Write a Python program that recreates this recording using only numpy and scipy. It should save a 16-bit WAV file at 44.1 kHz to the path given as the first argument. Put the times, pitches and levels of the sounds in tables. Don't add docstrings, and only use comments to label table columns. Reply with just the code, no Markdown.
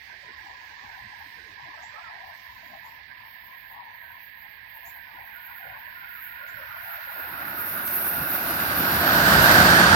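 import sys
import numpy as np
from scipy import signal
from scipy.io import wavfile
from scipy.ndimage import uniform_filter1d

SR = 44100
rng = np.random.default_rng(int(sys.argv[2]) if len(sys.argv) > 2 else 0)


def makeup_ratio(level_db):
    decades = np.asarray(level_db, float) / 20
    return 10 ** decades


def materialize(psi):
    bounded = np.clip(np.atleast_2d(psi).T, -1, 1)
    quanta = np.round(bounded * 32767).astype(np.int16)
    wavfile.write(sys.argv[1], SR, quanta)


N = 438794


def on_hz(table, hz):
    at_hz, *columns = np.transpose(table)
    return np.array([np.interp(np.log(hz + 1), np.log(at_hz + 1), c) for c in columns])


def ramp(hz, edges_hz, values):
    return np.interp(np.log(hz + 1), np.log(edges_hz), values)[:, None]


def bump(t, s, half_s):
    return np.exp(-((t - s) / half_s) ** 2)


def frames(x, size=1024):
    return signal.stft(x, SR, nperseg=size, noverlap=size - size // 4)


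def unframe(cells, size=1024):
    return signal.istft(cells, SR, nperseg=size, noverlap=size - size // 4)[1][..., :N]


def walk(shape, wide, long):
    w = rng.standard_normal(shape, dtype=np.float32)
    for _ in range(2):
        w = uniform_filter1d(w, wide, axis=0)
        w = uniform_filter1d(w, long, axis=1)
    return w / w.std()


# hz, traffic_0_to_1, wheels_0_to_1, sizzle_0_to_1
PORTS_ALIKE = [(60, .99, .997, .6), (300, .88, .98, .6), (800, .5, .84, .6), (1500, .35, .65, .6),
               (4000, .15, .3, .5), (14000, .3, .45, .6)]


def noise_source(spectrum, phase, share, patchy_db, burst_db=0., even_hz=SR):
    noise = rng.standard_normal((3, N), dtype=np.float32) * np.float32(np.sqrt(SR / 2))
    hz, t, cells = frames(noise)
    patchy_db = patchy_db * np.where(hz > even_hz, .4, 1)[:, None]
    db = patchy_db * walk(cells[0].shape, wide=5, long=9)
    db = db + burst_db * walk((1, len(t)), wide=1, long=5)
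    alike = np.clip(on_hz(PORTS_ALIKE, hz)[share], 0, 1)[:, None]
    turn = np.exp(.5j * np.interp(hz, *np.transpose(phase)))[:, None]
    common = np.sqrt(alike) * np.array([cells[0] * turn, cells[0] / turn])
    ports = common + np.sqrt(1 - alike) * cells[1:]
    return hz, t, ports * makeup_ratio(db + on_hz(spectrum, hz)[:, :, None])


# hz, left_db_per_hz, right_db_per_hz
TRAFFIC = [(30, -82, -84.5), (80, -86, -83.5), (200, -81.5, -82.5), (440, -87, -87.5), (770, -72.5, -79.5),
           (1030, -71.5, -85), (1254, -85, -75), (1790, -87, -69), (2403, -81, -79.5), (2930, -106, -86.5),
           (4620, -101, -89.5), (6050, -104, -99), (7640, -104, -104), (10100, -107, -116)]
# hz, left_lead_radians
TRAFFIC_PHASE = [(0, 0), (1030, 1.9), (1810, 3.8), (2760, 7.9), (4910, 19.9), (6550, 26.7), (7670, 25.6),
                 (8270, 22.8), (11100, 40.2), (11500, 40.5), (12300, 44.9), (13700, 48.0), (15600, 53.7),
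                 (16100, 54.1)]
# time_s, level_db
TRAFFIC_FLOW = [
    (0, 0.8),
    (2.1, 1),
    (2.6, -0.24),
    (4.5, -0.4),
    (6.1, 1),
    (7.2, 3),
]
# centre_s, half_length_s, tyre_db, engine_bass_db
PASSING_CARS = [
    (0.898, .15, 2, 2.5),
    (1.25, 0.22, 0, 3),
    (2.045, 0.36, 4, 1),
    (2.9, 0.21, 2, 3),
    (3.793, 0.067, 5.5, 0.2),
    (4.15, 0.057, 4.5, 2),
    (4.837, 0.1, 1.5, 2),
    (5.145, 0.13, 3.5, 1.5),
    (5.7, 0.19, 4.5, 1),
    (6.5, 0.27, -1.5, 6),
]
# centre_s, half_length_s, pitch_hz, half_width_hz, level_db
VEHICLES = [
    (0.21, 0.56, 404, 180, 6.5),
    (1.448, 0.2, 397, 116.6, 5.5),
    (1.798, .05, 1240, 100, 8.5),
    (2.0, 0.099, 1300, 250, 6.5),
    (2.642, 0.073, 273, 69, 8.5),
    (3.05, 0.26, 1250, 200, 4),
    (3.856, 0.14, 900, 120, 2),
    (6.03, 0.23, 300, 130, 5),
    (6.65, 0.27, 620, 110, 7),
    (6.096, 2.7, 2630, 820, 4),
]


def town():
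    hz, t, hum = noise_source(TRAFFIC, TRAFFIC_PHASE, share=0, patchy_db=1.6, even_hz=1600)
    tyre_rest_db, tyre_hz = -2, (65, 750, 1500)
    tyre_db = tyre_rest_db + sum(tyre * bump(t, s, half_s) for s, half_s, tyre, _ in PASSING_CARS)
    engine_db = sum(bass * bump(t, s, half_s) for s, half_s, _, bass in PASSING_CARS)
    cars_db = ramp(hz, tyre_hz, [0, 1, 0]) * tyre_db + ramp(hz, tyre_hz, [1, 0, 0]) * engine_db
    breeze_db, breeze_hz, dies_s, fade_s = 9, (1570, 8950), 3.12, 1
    wind_db = -breeze_db / 2 * ramp(hz, breeze_hz, [0, 1]) * np.tanh((t - dies_s) / fade_s)
    vehicles_db = sum(db * np.outer(np.exp(-((hz - pitch_hz) / width_hz) ** 2), bump(t, s, half_s))
                      for s, half_s, pitch_hz, width_hz, db in VEHICLES)
    flow_db = np.interp(t, *np.transpose(TRAFFIC_FLOW))
    return hum * makeup_ratio(flow_db + cars_db + wind_db + vehicles_db)


# start_s, peak_db, top_hz, left_minus_right_db
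BIRD_CHIPS = [
    (1.8233, -52, 6980, -9.5),
    (2.8494, -64, 7120, -11.0),
    (4.8519, -51, 7000, -3.5),
    (6.4752, -53, 7070, -4.5),
]


def bird():
    out, t = np.zeros((2, N)), np.arange(SR // 3) / SR
    tail = rng.standard_normal((2, len(t))) * makeup_ratio(-60 * t / 0.29) * makeup_ratio(-17.5)
    tail[:, 0] = 1
    for s, db, top_hz, pan_db in BIRD_CHIPS:
        hz = top_hz * (1.06 - .26 * np.exp(-t / .009))
        rasp = 1 + 3.5 * uniform_filter1d(rng.standard_normal(len(t)), size=20)
        envelope = (1 - np.exp(-t / .002)) * np.exp(-t / .022)
        chip = rasp * np.sin(2 * np.pi * np.cumsum(hz) / SR) * envelope
        heard = signal.fftconvolve(chip[None], tail, axes=1)[:, :len(t)]
        i = int((s - .004) * SR)
        out[:, i:i + len(t)] += heard * makeup_ratio(db - 11.0 + np.array([[pan_db], [-pan_db]]) / 2)
    return out


# start_s, peak_db, left_minus_right_db
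FITTING_TICKS = [
    (5.579, -45, -3),
    (7.876, -24.5, -3),
]


def ticks():
    out, t = np.zeros((2, N)), np.arange(SR // 30) / SR
    bright = signal.butter(2, [2500, 8500], "band", fs=SR, output="sos")
    for s, db, pan_db in FITTING_TICKS:
        click = signal.sosfilt(bright, rng.standard_normal(len(t)) * np.exp(-t / 0.0038))
        i = int(s * SR)
        out[:, i:i + len(t)] += click * makeup_ratio(db - 4.0 + np.array([[pan_db], [-pan_db]]) / 2)
    return out


# hz, left_db_per_hz, right_db_per_hz
RAIL_SIZZLE = [(5940, -86, -90), (7900, -90.5, -84.5), (9430, -73.5, -80.5), (10370, -70.5, -71.5),
               (11120, -68.5, -72.5), (12750, -65, -63), (13500, -65, -64), (14200, -69, -62.5),
               (15000, -68, -67.5), (15800, -88, -68)]
# hz, left_lead_radians
RAIL_SIZZLE_PHASE = [(0, 0), (690, -0.5), (2670, -7.2), (3880, -0.5), (4390, -2.6), (5770, -1.5),
                     (6460, -3.0), (7490, 3.2), (8440, 1.2), (9130, 3.6), (10800, 8.7), (13700, 16.1),
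                     (15400, 22.1), (16100, 22.2)]
# time_s, level_db
SIZZLE_RISE = [(0, -75), (2.0, -68), (3.1, -65), (4.6, -63), (5.8, -54), (6.5, -51.5), (7.4, -42.5),
               (8.0, -32.5), (8.7, -33.5), (9.5, -30), (9.8, -34.5), (9.95, -43)]
# start_s, hold_s, level_db
SIZZLE_BURSTS = [(0, .08, 7), (.38, .06, 8), (0.632, .03, 7), (.88, .14, 8), (1.196, 0.097, 9),
                 (2.27, 0.64, 5), (3.274, 0.44, 8.5), (3.933, 0.58, 7.5), (4.7, .25, 11.5), (5.22, .04, 4),
                 (5.36, 0.25, 6.5), (6.113, 0.14, 8), (6.57, .03, 0), (6.844, 0.091, 4.5), (7.122, 0.15, 4),
                 (7.6, 0.13, 4), (7.86, 0.31, 3.5), (8.287, 0.02, 5), (8.414, 0.051, 0.5),
                 (8.776, 0.36, 2.5), (9.136, 0.066, 2), (9.35, 0.024, 1), (9.487, 0.054, 1.5)]


def sizzle():
    hz, t, hiss = noise_source(RAIL_SIZZLE, RAIL_SIZZLE_PHASE, share=2, patchy_db=2.5, burst_db=1.4)
    growth_db = np.interp(t, *np.transpose(SIZZLE_RISE)) + 31
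    burst_db, attack_s, release_s = 0, 0.027, 0.066
    for s, hold_s, db in SIZZLE_BURSTS:
        slope_s = np.where(t < s, attack_s, release_s)
        burst_db = burst_db + db * bump(t, np.clip(t, s, s + hold_s), slope_s)
    edge_hz = (10050, 13670)
    db = ramp(hz, edge_hz, [1.255, 1]) * growth_db + ramp(hz, edge_hz, [0.38, 1]) * burst_db
    low_cut_db = 30 * np.log2(np.maximum(6000 / (hz[:, None] + 50), 1))
    return hiss * makeup_ratio(db - low_cut_db)


# hz, left_db_per_hz, right_db_per_hz
WHEEL_ROAR = [(30, -55, -72), (82, -52.5, -51.5), (180, -48.5, -49), (430, -58.5, -57.5),
              (634, -47.5, -47.5), (1087, -51.5, -49.5), (1591, -44, -37.5), (1923, -55, -47.5),
              (2320, -56, -58), (2780, -57, -60), (3530, -61.5, -54), (5000, -66.5, -57.5),
              (6400, -65.5, -64.5), (9600, -65.5, -70)]
# hz, left_lead_radians
WHEEL_PHASE = [(0, 0), (1100, .3), (1460, 2.7), (2240, 4.5), (3000, 8), (8000, 17), (16000, 35)]
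# pitch_hz, width_hz, far_db, near_db
WHEEL_RINGS = [(86, 14, 4.5, 6.5), (186, 39, -1, 6), (300, 130, 7, 4.5), (366, 42, 8.5, 8),
               (698, 31, 2, 3.5), (1432, 62, 8, -0.5), (1480, 88, 1.5, 3.5), (1760, 350, -3, 0.4),
               (2640, 490, 6, 0), (3060, 83, -3, 6.5), (3280, 360, -4.5, -1), (4600, 510, -0.5, 4.5)]
# hz, ground_db_per_100_m, bend_db_per_100_m
WAY_LOSS = [(200, 10, 68), (750, 8, 22), (1430, 4.5, -1), (2500, 9, 7.5)]
# centre_s, level_db
JOINT_THUDS = [
    (7.3, -1),
    (7.52, 1),
    (7.8, 1.5),
    (8.21, 8.5),
    (8.8, 5),
    (9.04, -2),
    (9.38, 2.5),
    (9.62, 4),
]


def wheels():
    hz, t, roar = noise_source(WHEEL_ROAR, WHEEL_PHASE, share=1, patchy_db=0.4, burst_db=0.62)
    speed_m_s, arrives_s, track_m = 46.03, 9.506, 13.06
    metres = np.hypot(speed_m_s * np.maximum(arrives_s - t, 0), track_m)
    ground_db, bend_db = on_hz(WAY_LOSS, hz)[:, :, None] / 100
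    loss_db = 21 * np.log10(metres / track_m)
    loss_db = loss_db + ground_db * (metres - track_m)
    loss_db = loss_db + bend_db * np.maximum(metres - 101.3, 0)
    loss_db = loss_db + 41 / 100 * np.maximum(metres - 200, 0)
    thud_db = ramp(hz, (200, 590), [1, 0]) * sum(db * bump(t, s, 0.032) for s, db in JOINT_THUDS)
    near = np.interp(t, [8.3, 9.2], [0, 1])
    rings_db = sum(np.outer(1 / (1 + (2 * (hz - pitch_hz) / width_hz) ** 2), far_db + near * (near_db - far_db))
                   for pitch_hz, width_hz, far_db, near_db in WHEEL_RINGS)
    air_db = -7 * np.log2(np.maximum(hz[:, None] / 9500, 1))
    return roar * makeup_ratio(rings_db + thud_db - loss_db + air_db - 1.4)


def scene():
    return unframe(town() + wheels() + sizzle()) + bird() + ticks()


def patch_db(cells, hz, wide, long):
    power = uniform_filter1d(np.abs(cells) ** 2, long, axis=2)
    power = uniform_filter1d(power, wide, axis=1)
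    return 10 * np.log10(power * 2 / (1.5 * hz[1]) + 1e-20)


def under(db, threshold_db, knee_db):
    return .5 - .5 * np.tanh((db - threshold_db) / knee_db)


def roll_off(x):
    return signal.sosfilt(signal.butter(12, 16530, fs=SR, output="sos"), x)


# hz, left_threshold_over_traffic_db, right_threshold_over_traffic_db, depth_db
NOISE_GATE = [(30, -20, -23, 8.1), (130, 5, 5.5, 9.7), (250, 6.5, 6, 12.7), (452, 7, 5.5, 15),
              (865, 1, 7.5, 9.4), (1040, -5, 8, 12), (1073, 2.5, 6, 9.8), (1384, 12.5, 8, 18.2),
              (1618, 11.5, 1, 8.9), (1950, 1.5, -37, 34), (2480, 8.5, 3.5, 5.7), (3000, 0, -14, 20)]
# hz, threshold_db
FAINT_LIMIT = [(1500, -53), (3000, -39), (6000, -28.5), (9000, -30.5), (11000, -26), (12500, -31),
               (16000, -38)]


def record(dry):
    rounded = dry / (1 + (dry / 1.02) ** 8) ** (1 / 8)
    hz, t, cells = frames(rounded.astype(np.float32))
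    left_db, right_db, depth_db = on_hz(NOISE_GATE, hz)
    threshold_db = on_hz(TRAFFIC, hz) + [left_db, right_db]
    shut = under(patch_db(cells, hz, wide=3, long=7), threshold_db[:, :, None], knee_db=1.23)
    cells = cells * makeup_ratio(-depth_db[:, None] * uniform_filter1d(shut, size=3, axis=2))
    loudest_db = patch_db(cells, hz, wide=9, long=15).max(axis=(0, 1))
    loudest_db = np.minimum(loudest_db, -46)
    limit_db = on_hz(FAINT_LIMIT, hz).T + 2.8 * walk(cells[0].shape, wide=3, long=50)
    masked = under(patch_db(cells, hz, wide=3, long=9), loudest_db + limit_db, knee_db=3.5)
    cells = cells * makeup_ratio(-24 * masked) * (hz < 15900)[:, None]
    low_cut = signal.butter(3, 50, "high", fs=SR, output="sos")
    mix = signal.sosfilt(low_cut, unframe(cells))
    return roll_off(mix)


dry = scene()
out = record(dry)
materialize(out)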